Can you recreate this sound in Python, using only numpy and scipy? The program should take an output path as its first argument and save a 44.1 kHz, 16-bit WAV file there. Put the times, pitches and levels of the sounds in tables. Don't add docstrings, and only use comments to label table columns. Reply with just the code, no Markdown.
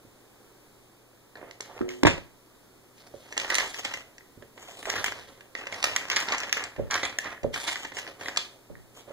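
import sys
import numpy as np
from scipy import signal
from scipy.fft import rfft, irfft, next_fast_len
from scipy.io import wavfile
from scipy.ndimage import uniform_filter1d, map_coordinates

SR = 44100
rng = np.random.default_rng(int(sys.argv[2]) if len(sys.argv) > 2 else 0)


def waveform_to_disk(signal):
    frames = np.transpose(np.atleast_2d(signal))
    scaled = np.clip(frames, -1, 1) * 32767
    samples = np.round(scaled).astype(np.int16)
    wavfile.write(sys.argv[1], SR, samples)


N = 402543
T = np.arange(N) / SR
FFT_SIZE = next_fast_len(N + 4096)
FREQS = np.arange(FFT_SIZE // 2 + 1) * SR / FFT_SIZE
PORT_GAP_S = 16 / SR

# frequency in Hz, level in dB.
FOLD_VOICE = [(60, -13.5), (200, -10.5), (450, -6), (900, -7), (1400, -6.5), (1750, 2.5), (2000, 7.5),
              (2350, -1.5), (2800, 2), (3700, -6.5), (4900, -7), (6300, -6.5), (8500, -21.5), (11000, -29),
              (13000, -27.5), (15000, -39)]
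# frequency in Hz, level in dB.
COVER_VOICE = [(60, -8), (250, -7), (400, 2), (580, 3.5), (900, -3.5), (1400, -9.5), (2000, -7.5),
               (3500, -23), (15000, -49)]


def amp(db):
    return 10 ** (np.asarray(db) / 20)


def unit(x):
    return x / np.sqrt(np.mean(x ** 2))


def contour(points, hz):
    point_hz, values = np.transpose(points)
    return np.interp(np.log(hz + 1), np.log(point_hz), values)


def shape(x, gain):
    return irfft(rfft(x, FFT_SIZE) * gain, FFT_SIZE)[..., :N]


def colour(x, points, tilt_db=0, size=1024):
    hz = np.arange(size // 2 + 1) * SR / size
    octaves = np.log2(np.clip(hz, 250, 8000) / 2000)
    cepstrum = irfft(np.log(amp(contour(points, hz) + tilt_db * octaves)))
    cepstrum[1:size // 2] *= 2
    cepstrum[size // 2 + 1:] = 0
    return signal.fftconvolve(x, irfft(np.exp(rfft(cepstrum))))[:len(x)]


def whiten(x, size=1024):
    power = uniform_filter1d(abs(rfft(x, size)) ** 2, 9)
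    hz = np.arange(len(power)) * SR / size + 1
    return colour(x, np.transpose([hz, -10 * np.log10(power + 1e-12)]))


def peak_rms(x):
    return np.sqrt(uniform_filter1d(x ** 2, 66).max())


def fade(t, t60_s):
    return np.exp(-np.log(1000) * t / t60_s)


def add(track, start_s, sound):
    i = max(int(start_s * SR), 0)
    track[i:i + len(sound)] += sound[:max(N - i, 0)]


def walk(rate_hz):
    step = max(int(SR / rate_hz), 1)
    stairs = np.repeat(rng.standard_normal(N // step + 1), step)
    return unit(uniform_filter1d(stairs, step)[:N])


def ring(modes):
    t = T[:SR // 2]
    return sum((-1) ** k * amp(db) * np.sin(2 * np.pi * hz * t) * fade(t, t60_s)
               for k, (hz, db, t60_s) in enumerate(modes))


def cracks(events, voice, crack_ms, flutter_db, vary_db, soft_ms, strain_db=-30, size=8192):
    # frequency in Hz, share of the bite.
    bite_shelf = [(5000, 0), (9000, 1)]
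    out, t = np.zeros(N), T[:size]
    hz, voice_db = np.transpose(voice)
    for start_s, db, t60_ms, tilt_db, bite_db in events:
        burst, contacts, flicker, variation, creak = rng.standard_normal((5, size))
        crack_s = crack_ms / 1000 * (1 + (t60_ms / soft_ms) ** 2)
        crack = whiten(burst * fade(t, crack_s) * (1 - fade(t, crack_s)))
        crack /= peak_rms(crack)
        flutter = unit(contacts * amp(5.1 * flicker)) * fade(t, t60_ms / 1000)
        flutter *= 1 - fade(t, 2 * crack_s)
        looseness = min(t60_ms / soft_ms / 2, 1) ** 2
        strain = (amp(strain_db) * looseness * creak * fade(t, 2 * crack_s))[size // 8::-1]
        fold_hz = hz * np.exp(.07 * variation[-1])
        fold_db = voice_db + bite_db * contour(bite_shelf, hz) + vary_db * variation[:len(hz)]
        drive = np.concatenate([strain, crack + amp(flutter_db) * flutter])
        sound = colour(drive, np.transpose([fold_hz, fold_db]), tilt_db)
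        add(out, start_s - len(strain) / SR, amp(db) * sound / peak_rms(sound))
    return out


def diffuse(pair):
    size = pair.shape[1]
    coherence = np.sinc(2 * PORT_GAP_S * np.arange(size // 2 + 1) * SR / size)
    mid, side = irfft(rfft(pair) * np.sqrt([1 + coherence, 1 - coherence]), size)
    return np.array([mid + side, mid - side]) / 2


def ports(x, lag_ms, shade_hz, scatter_db=-20):
    bent = rfft(x, FFT_SIZE) / (1 + (FREQS / shade_hz) ** 2)
    paths = rng.standard_normal((2, SR // 100)) * fade(T[:SR // 100], 0.0031)
    near, far = (signal.oaconvolve(x, h / np.linalg.norm(h))[:N] for h in map(whiten, paths))
    turn = np.pi * walk(3)
    scatter = rfft(near * np.cos(turn) + far * np.sin(turn), FFT_SIZE)
    scatter *= amp(scatter_db) * FREQS ** 2 / (FREQS ** 2 + 3000 ** 2)
    delay = np.exp(-2j * np.pi * FREQS * lag_ms / 1000)
    left = irfft(delay * (bent + scatter), FFT_SIZE)
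    return np.array([left[:N], x])


def background(air_db, hum_db):
    # frequency in Hz, level in dB.
    air_voice = [(22, -3.5), (60, -4), (200, -6), (370, -6.5), (700, -17), (1300, -21), (2500, -24.5),
                 (5000, -26), (9000, -27), (15000, -29)]
    air = unit(shape(diffuse(rng.standard_normal((2, N))), amp(contour(air_voice, FREQS))))
    hum = np.sin(2 * np.pi * 120 * T) * amp(1.5 * walk(4))
    return amp(air_db + .5 * walk(3.26)) * air + amp(hum_db) * hum


def wall_echoes(x, t60_s, build_s):
    # frequency in Hz, level in dB.
    wall_voice = [(60, 18), (250, 4.5), (1000, 3), (4000, 5), (8000, 2), (15000, 8)]
    t = T[:SR // 2]
    tails = diffuse(rng.standard_normal((2, len(t)))) * fade(t, t60_s) * (1 - fade(t, build_s)) ** 2
    tails = [colour(h, wall_voice) for h in tails]
    return np.array([signal.fftconvolve(x, h / np.linalg.norm(h))[:N] for h in tails])


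def air_puffs(low_hz, high_hz):
    # start in seconds, level in dB, t60 in seconds.
    gusts = [(2.05, -27, 0.38), (4.95, -51, 1), (5.86, -54, 1), (6.784, -31, 0.4), (7.435, -29.5, 0.31),
             (8.70, -42.5, 0.48)]
    envelope = sum(amp(db) * (T > start_s) * fade(abs(T - start_s), t60_s)
                   for start_s, db, t60_s in gusts)
    band = FREQS / np.hypot(FREQS, low_hz) / (1 + (FREQS / high_hz) ** 2)
    return unit(shape(rng.standard_normal((2, N)), band)) * uniform_filter1d(envelope, SR // 100)


def cover_drags(slips_per_s, hiss_db):
    # start in seconds, length in seconds, level in dB.
    pushes = [(1.36, 0.048, -57.5), (1.447, 0.079, -54), (1.654, 0.12, -52.5), (4.859, 0.05, -35),
              (4.95, 0.09, -40.5), (8.944, .09, -66), (9.068, 0.055, -50.5)]
    envelope = np.zeros(N)
    for start_s, length_s, db in pushes:
        add(envelope, start_s, amp(db) * np.sqrt(np.hanning(int(length_s * SR))))
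    slips = unit((rng.random(N) < slips_per_s / SR) * rng.choice([-1, 1], N))
    return envelope * unit(colour(slips + amp(hiss_db) * rng.standard_normal(N), COVER_VOICE))


def cover_taps():
    # start in seconds, level in dB, flutter t60 in ms, tilt in dB per octave, bite in dB.
    taps = [(1.4275, -35.5, 40, -3, 1), (1.6045, -34, 20, 3.5, -6), (1.698, -40.5, 30, -2, 0),
            (1.712, -40.5, 25, -1, -2), (1.7773, -39.5, 27, 4, -2), (1.791, -37, 29, 4.5, -2),
            (1.814, -31.5, 25, 4, -7), (1.881, -38.5, 18, 0, -2), (4.687, -39.5, 20, 3, 3)]
    return cracks(taps, COVER_VOICE, crack_ms=4.4, flutter_db=-1.5, vary_db=5.5, soft_ms=52)


def table_knocks():
    # start in seconds, level in dB, contact time in ms.
    blows = [(0.045, -31, 3.4), (1.808, -26, 3.2), (1.814, -19, 3.1), (3.139, -30, 0.19),
             (4.371, -24.5, 3.75), (4.422, -34, 1.6), (6.779, -27, 1.35), (6.792, -13.5, 1.4),
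             (6.811, -30, 0.7), (7.43, -26, 1.1), (7.443, -11.5, 0.81), (7.464, -23, 0.49),
             (8.698, -35, 0.39), (9.076, -36, 0.54), (9.103, -32.5, 0.24)]
    # frequency in Hz, level in dB, t60 in seconds.
    modes = [(131, -8.5, 0.087), (245, -12, 0.091), (360, -13.5, 0.12), (454, -7.5, 0.078),
             (542, 5.5, 0.016), (579, 3, 0.038), (880, -12, 0.0053)]
    out, response = np.zeros(N), ring(modes)
    for start_s, db, contact_ms in blows:
        force = np.exp(-(4 * (T[:SR // 100] * 1000 / contact_ms - .5)) ** 2)
        add(out, start_s, amp(db) * signal.fftconvolve(response, force / force.sum()))
    return out


def hollow_ring(start_s, db):
    # frequency in Hz, level in dB, t60 in seconds.
    modes = [(364, -6.5, 0.61), (464, -17.5, 0.53), (253, -17.5, 0.95), (220, -5.5, 0.12), (318, 0.5, 0.06),
             (598, -35, 0.51)]
    out = np.zeros(N)
    add(out, start_s, amp(db) * ring(modes))
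    return out


def table_thump():
    # start in seconds, level in dB.
    blows = [(2.035, -5), (2.0514, -9), (2.0688, -3.5)]
    # frequency in Hz, level in dB, t60 in seconds.
    modes = [(368, -0.5, 0.02), (242, -8.5, .028), (292, -6, .028)]
    out = np.zeros(N)
    for start_s, db in blows:
        add(out, start_s, amp(db) * ring(modes))
    return out


def block_slam():
    # start in seconds, level in dB, clatter t60 in ms, tilt in dB per octave, bite in dB.
    landings = [(2.0322, -14, 9.3, -4.5, -4), (2.0503, -3.5, 32, -4.5, -15), (2.0555, -12, 50, 1.5, -10),
                (2.0675, -7.5, 59, 1, 1), (2.0757, -15, 45, 2.5, -6), (2.083, -24, 234, 4.5, -4),
                (2.178, -29.5, 30, -0.5, 0)]
    edge_click = [(2.0345, -12, 4.5, 2.1, 4.9)]
    # frequency in Hz, level in dB.
    block_voice = [(50, -10.5), (95, -1.5), (145, 0), (190, -8.5), (245, 3.5), (310, 0), (420, -8),
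                   (560, -1.5), (900, -8), (1300, -17.5), (1900, -9.5), (2700, -15.5), (4000, -22),
                   (6500, -28.5), (10000, -43.5), (15000, -50)]
    clatter = cracks(landings, block_voice, crack_ms=4.2, flutter_db=6.5, vary_db=3.0, soft_ms=75)
    click = cracks(edge_click, block_voice, crack_ms=2.3, flutter_db=-16, vary_db=-1.5, soft_ms=80)
    return clatter + click


def strokes(glide_t60_s, dull_db_per_s):
    # start, rise and hold in seconds,
    # then level, treble and body of the wad in dB.
    slides = [ (1.354, .012, .12, -54, -26, 0.5), (1.603, .01, .03, -47, -2, 1),
              (1.689, .06, .05, -56, -3, 6.5), (1.878, .015, .02, -43, 1.5, 0.5),
              (2.95, .04, .08, -56, 1, -1), (3.079, .2, .08, -52, 0, 1.5),
              (3.365, .015, .12, -38.5, -1.5, 3.5), (3.499, .025, .1, -29.5, -8.5, 0),
              (3.633, .03, .02, -43, 16, 0), (3.725, .04, .055, -39.5, 3.5, 1.5),
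              (3.846, .01, .02, -35.5, -7.5, -2), (3.935, .01, .025, -43, -4, -0.5),
              (4.548, .09, .18, -50.5, 0, 3), (4.82, .13, .045, -35, -0.5, 2.5),
              (5.042, .025, .035, -39.5, -5.5, 0.5), (5.121, .03, .05, -46, -1.5, 3),
              (5.199, .05, .13, -57, -3, -0.5), (5.553, .015, .13, -42.5, -10.5, -2),
              (5.69, .08, .055, -39.5, -1, 1.5), (5.832, .008, .025, -32, -2, 1.5),
              (5.882, .02, .17, -42, -7, 0), (6.078, 0.029, .035, -34, -5.5, -1.5),
              (6.156, .015, .04, -30, -4, -3), (6.26, .04, .055, -31.5, -13, 0),
              (6.372, .03, .07, -39.5, -6, 4.5), (6.531, .04, .035, -33, -17, -1.5),
              (6.747, .02, .08, -54, -6.5, -1), (6.901, .018, .04, -27.5, -7, -0.5),
              (7.021, .014, .026, -30.5, -14, -0.5), (7.078, .02, .04, -44, -30, -6),
              (7.21, .05, .025, -35, -15, -1.5), (7.525, .025, .1, -36.5, -2, -1),
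              (7.663, .014, .03, -32, 1.5, -1), (7.73, .025, .07, -39.5, -6.5, -2.5),
              (7.933, .035, .025, -39, -1, 0.5), (8.049, .02, .02, -44, -3.5, 3),
              (8.178, .06, .05, -40.5, -4, 4.5), (8.367, .006, .012, -38, 6, 2),
              (8.932, .025, .04, -53, 2.5, 1), (9.063, .04, .03, -53, -8, -4)]
    power, treble, body = np.full(N, 1e-12), np.zeros(N), np.zeros(N)
    t = T[:SR]
    for start_s, rise_s, hold_s, db, treble_db, body_db in slides:
        gliding_s = np.maximum(t - rise_s - hold_s, 0)
        stroke = (amp(db) * np.minimum(t / rise_s, 1) * fade(gliding_s, glide_t60_s)) ** 2
        add(power, start_s, stroke)
        add(treble, start_s, stroke * (treble_db - dull_db_per_s * gliding_s))
        add(body, start_s, stroke * body_db)
    return 10 * np.log10(power), treble / power, body / power


def sheet_rustle(level_db, treble_db, body_db, grains_per_s, spread_db, hiss_db, uneven_db, bend_db):
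    # frequency in Hz, level in dB.
    sheet_voice = [(25, -25), (60, -10), (200, -8), (450, -6.5), (900, -7), (1400, -4), (1750, -0.5),
                   (2000, 4), (2350, -2), (2800, 3.5), (3700, -5.5), (4900, -9), (6300, -7), (8500, -19.5),
                   (15000, -32)]
    sizes = amp(spread_db * np.minimum(rng.exponential(size=N), 4))
    grains = (rng.random(N) < grains_per_s / SR) * sizes * rng.choice([-1, 1], N)
    friction = unit(colour(unit(grains) + amp(hiss_db) * rng.standard_normal(N), sheet_voice))
    remainder = map_coordinates(friction, [np.cumsum(1 + .1 * walk(9))], mode="mirror")
    lightness_db = -34 - level_db
    scrape, sizzle = amp(0.5234 * lightness_db), amp(3.5 + 0.1692 * lightness_db)
    treble, body = amp(treble_db), amp(body_db)
    bands = [(50, 0.037), (700, scrape * body), (1200, 1.2 * body), (1750, 0.73 * np.sqrt(body)),
             (2900, 0.46), (4800, treble), (8300, treble)]
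    rub = np.zeros(N)
    for top_hz, gain in bands:
        band = signal.sosfiltfilt(signal.butter(4, top_hz, fs=SR, output="sos"), remainder)
        rub += band * gain * amp(bend_db * walk(30))
        remainder -= band
    rub = (rub + remainder * treble * sizzle) / np.sqrt((1 + treble ** 2) / 2)
    return rub * amp(level_db + uneven_db * walk(90))


def sheet_crinkles(level_db, treble_db, count):
    odds = np.cumsum(amp(.4 * level_db))
    at = np.searchsorted(odds, odds[-1] * (np.arange(count) + rng.random(count)) / count)
    size, length, brightness = rng.standard_normal((count, 3)).T
    peak_db = level_db[at] + 1.5 + size
    t60_ms = 17 * amp(3.5 * length)
    tilt_db = 0.5 + 0.21 * treble_db[at] + 3 * brightness
    bite_db = np.full(count, -3.5)
    folds = np.transpose([T[at], peak_db, t60_ms, tilt_db, bite_db])
    return cracks(folds, FOLD_VOICE, crack_ms=2.2, flutter_db=-6, vary_db=2.5, soft_ms=39, size=2048)


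def stiff_leaf_flicks():
    # start in seconds, level in dB, flutter t60 in ms, tilt in dB per octave, bite in dB.
    flicks = [(7.677, -26.5, 140, 0, -2), (8.3723, -17.5, 18, -3, -4), (8.3755, -16.5, 31, 1, -2)]
    # frequency in Hz, level in dB.
    leaf_voice = [(300, -24), (1100, -5), (2000, -7), (3000, 4), (4000, 4.5), (4900, -3.5), (7000, -7),
                  (9500, -20.5), (15000, -35)]
    return cracks(flicks, leaf_voice, crack_ms=2.3, flutter_db=-16, vary_db=6.0, soft_ms=99)


def sheet_pops(attack_s):
    # start in seconds, level in dB, pitch in Hz, t60 in ms.
    pops = [(4.208, -39.5, 1930, 17), (5.0418, -17.5, 1690, 17), (5.5516, -19.5, 1895, 18),
            (5.962, -14, 1910, 23), (7.1861, -16.5, 1730, 11), (7.378, -35.5, 1750, 21),
            (8.7535, -33, 1870, 12)]
    out, attack = np.zeros(N), 1 - fade(T[:SR // 2], attack_s)
    for start_s, db, hz, t60_ms in pops:
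        add(out, start_s, ring([(hz, db, t60_ms / 1000)]) * attack)
    return out


def sheet_snaps():
    # start in seconds, level in dB, flutter t60 in ms, tilt in dB per octave, bite in dB.
    folds = [(1.3545, -37, 43, -4.5, -13), (1.371, -42, 29, -4.5, -6), (1.5107, -36, 16, 4, -8.5),
             (1.6072, -27, 9.2, 5.5, 2.5), (1.8901, -30.5, 20, 3.5, -4), (1.907, -38, 14, 3, -1),
             (3.3238, -31, 54, -1, 5), (3.3677, -28, 28, -5.5, 12), (3.3772, -16.5, 16, 2.5, 2),
             (3.3991, -22, 29, 1.5, -2), (3.446, -27, 30, -2, -3), (3.5018, -17, 27, 2.5, 1),
             (3.52, -21, 67, -3.5, 0), (3.5441, -16, 13, 4, 4), (3.5522, -14, 26, 6.5, 2),
             (3.5832, -13.5, 25, 0.5, 3), (3.5996, -22, 33, 2, 5), (3.6055, -20, 18, -0.5, 0),
             (3.616, -33, 20, -3, 0), (3.743, -31, 52, 1.5, 3), (3.8484, -23, 60, 1.5, -2),
             (3.9375, -26.5, 48, 1, 4), (4.1815, -39.5, 24.5, 6, -10), (4.4225, -40.5, 41, -5.5, 11),
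             (4.5765, -40, 41, -4.5, -3), (4.828, -33, 31, -3, 10), (4.8546, -27, 35, -3, 3),
             (4.8975, -25.5, 54, -1.5, 5), (4.901, -19.5, 6.8, 3.5, 1), (4.938, -26, 35, -4.5, 2),
             (4.9613, -26.5, 65, -4.5, 3), (4.98, -28.5, 79, -3, 6), (5.0422, -18.5, 28, -0.5, 9),
             (5.0604, -21.5, 53, 0.5, 1), (5.0815, -24.5, 12, -2.5, -7), (5.1216, -27, 28, -2, 5),
             (5.4077, -39.5, 26, -1, 6), (5.5512, -28, 20, -1.5, -8), (5.6391, -36.5, 14, -5.5, -4),
             (5.6698, -28, 25, -2, 2), (5.7243, -27, 24, -3, 1), (5.743, -30, 25, 3, -4),
             (5.8275, -20, 21, 2, 0), (5.8412, -11.5, 22, 0.5, 8), (5.9627, -13.5, 18, 2, 2),
             (6.053, -32, 20, -2.5, 0), (6.1, -17.5, 19, 2, 0), (6.1149, -20.5, 62, 3, -14),
             (6.1615, -18.5, 44, 4.5, -2), (6.166, -14.5, 57, 2.5, -13), (6.2015, -26.5, 40, 6, 7),
             (6.2845, -22, 56, 2, -17), (6.309, -29.5, 32, -5, -8), (6.321, -20.5, 48, 0.5, -13),
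             (6.3453, -25, 51, -2.5, -2), (6.3812, -26, 40, 3.5, -1), (6.4021, -27.5, 33, 9, -2),
             (6.4321, -27.5, 51, 3, -7), (6.494, -30.5, 29, 2, -5), (6.5268, -12, 18.5, 3, 3),
             (6.57, -23, 32, -3, 9), (6.5777, -27, 30, -1, -4), (6.612, -38, 27, -1, -7),
             (6.6386, -26, 32, 4, -9), (6.762, -36.5, 45, -5, 7), (6.9095, -21.5, 42, 5, -7),
             (6.935, -33, 14, 11, -8), (6.9415, -18.5, 10, 9, -16), (6.952, -26, 25, 0, -6),
             (7.0316, -19.5, 58, -2, -4), (7.052, -23, 30, 0.5, -5), (7.1005, -37, 14, -2, -2),
             (7.1865, -17.5, 14, 1.5, 7), (7.2564, -29.5, 59, -5.5, -2), (7.271, -29.5, 47, -5, -2),
             (7.4324, -37.5, 40, 1.5, -6), (7.5405, -24.5, 63, 1.5, -2), (7.56, -26, 55, -3, -6),
             (7.6, -33, 30, 4, 0), (7.6779, -23, 106, -1.5, 4), (7.7572, -24, 28, -1, -5),
             (7.8481, -28.5, 60, -3.5, 1), (7.919, -33, 48, -4, 3), (7.9684, -26.5, 45, -0.5, -2),
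             (7.986, -30, 28, -2, -9), (8.067, -34, 19, -2, -7), (8.076, -33, 25, 1, -11),
             (8.21, -33.5, 45, -2, -2), (8.258, -30, 37, -3.5, 8), (8.2834, -23, 34, -1.5, -4),
             (8.3613, -27.5, 31, 0.5, 5), (8.3723, -17.5, 9.4, 1, -3)]
    return cracks(folds, FOLD_VOICE, crack_ms=3.47, flutter_db=0.5, vary_db=2.0, soft_ms=29.8,
                  strain_db=-9.5)


def scene():
    level_db, treble_db, body_db = strokes(glide_t60_s=.32, dull_db_per_s=53)
    snaps = amp(-0.5) * sheet_snaps() + sheet_pops(attack_s=0.0014)
    snaps += sheet_crinkles(level_db, treble_db, count=170) + stiff_leaf_flicks()
    rustle = amp(-1.0) * sheet_rustle(level_db, treble_db, body_db, grains_per_s=450, spread_db=2.5,
                                      hiss_db=-0.5, uneven_db=2.5, bend_db=2.0)
    slam = block_slam()
    thuds = table_knocks() + cover_drags(slips_per_s=350, hiss_db=-1.5) + cover_taps()
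    low_rings = hollow_ring(start_s=1.809, db=-17.5) + table_thump()
    direct = ports(snaps, lag_ms=0.083, shade_hz=1090, scatter_db=1.0)
    direct += ports(rustle, lag_ms=0.073, shade_hz=1270, scatter_db=4.5)
    direct += ports(thuds, lag_ms=0.16, shade_hz=2600)
    direct += ports(slam, lag_ms=0.091, shade_hz=206, scatter_db=1.0)
    direct += ports(low_rings, lag_ms=0.12, shade_hz=146)
    to_walls = amp(-6.0) * (snaps + rustle) + amp(-12.0) * slam + amp(-6.5) * thuds
    echoes = wall_echoes(to_walls, t60_s=0.33, build_s=0.023)
    return direct + echoes + air_puffs(low_hz=32, high_hz=160) + background(air_db=-54.5, hum_db=-55.5)


def record(dry):
    # frequency in Hz, level of the subtracted port in dB.
    aiming = [(30, -3.5), (200, -0.5), (2700, -2.0), (5500, -12.0), (8500, -14.0)]
    delay = np.exp(-2j * np.pi * FREQS * PORT_GAP_S)
    aimed = dry - shape(dry[::-1], amp(contour(aiming, FREQS)) * delay)
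    aimed *= amp([[-.6], [0]])
    rounded = aimed / (1 + (aimed / .9) ** 4) ** .25
    return signal.sosfilt(signal.ellip(8, .2, 70, 15500, fs=SR, output="sos"), rounded)


dry = scene()
out = record(dry)
waveform_to_disk(out)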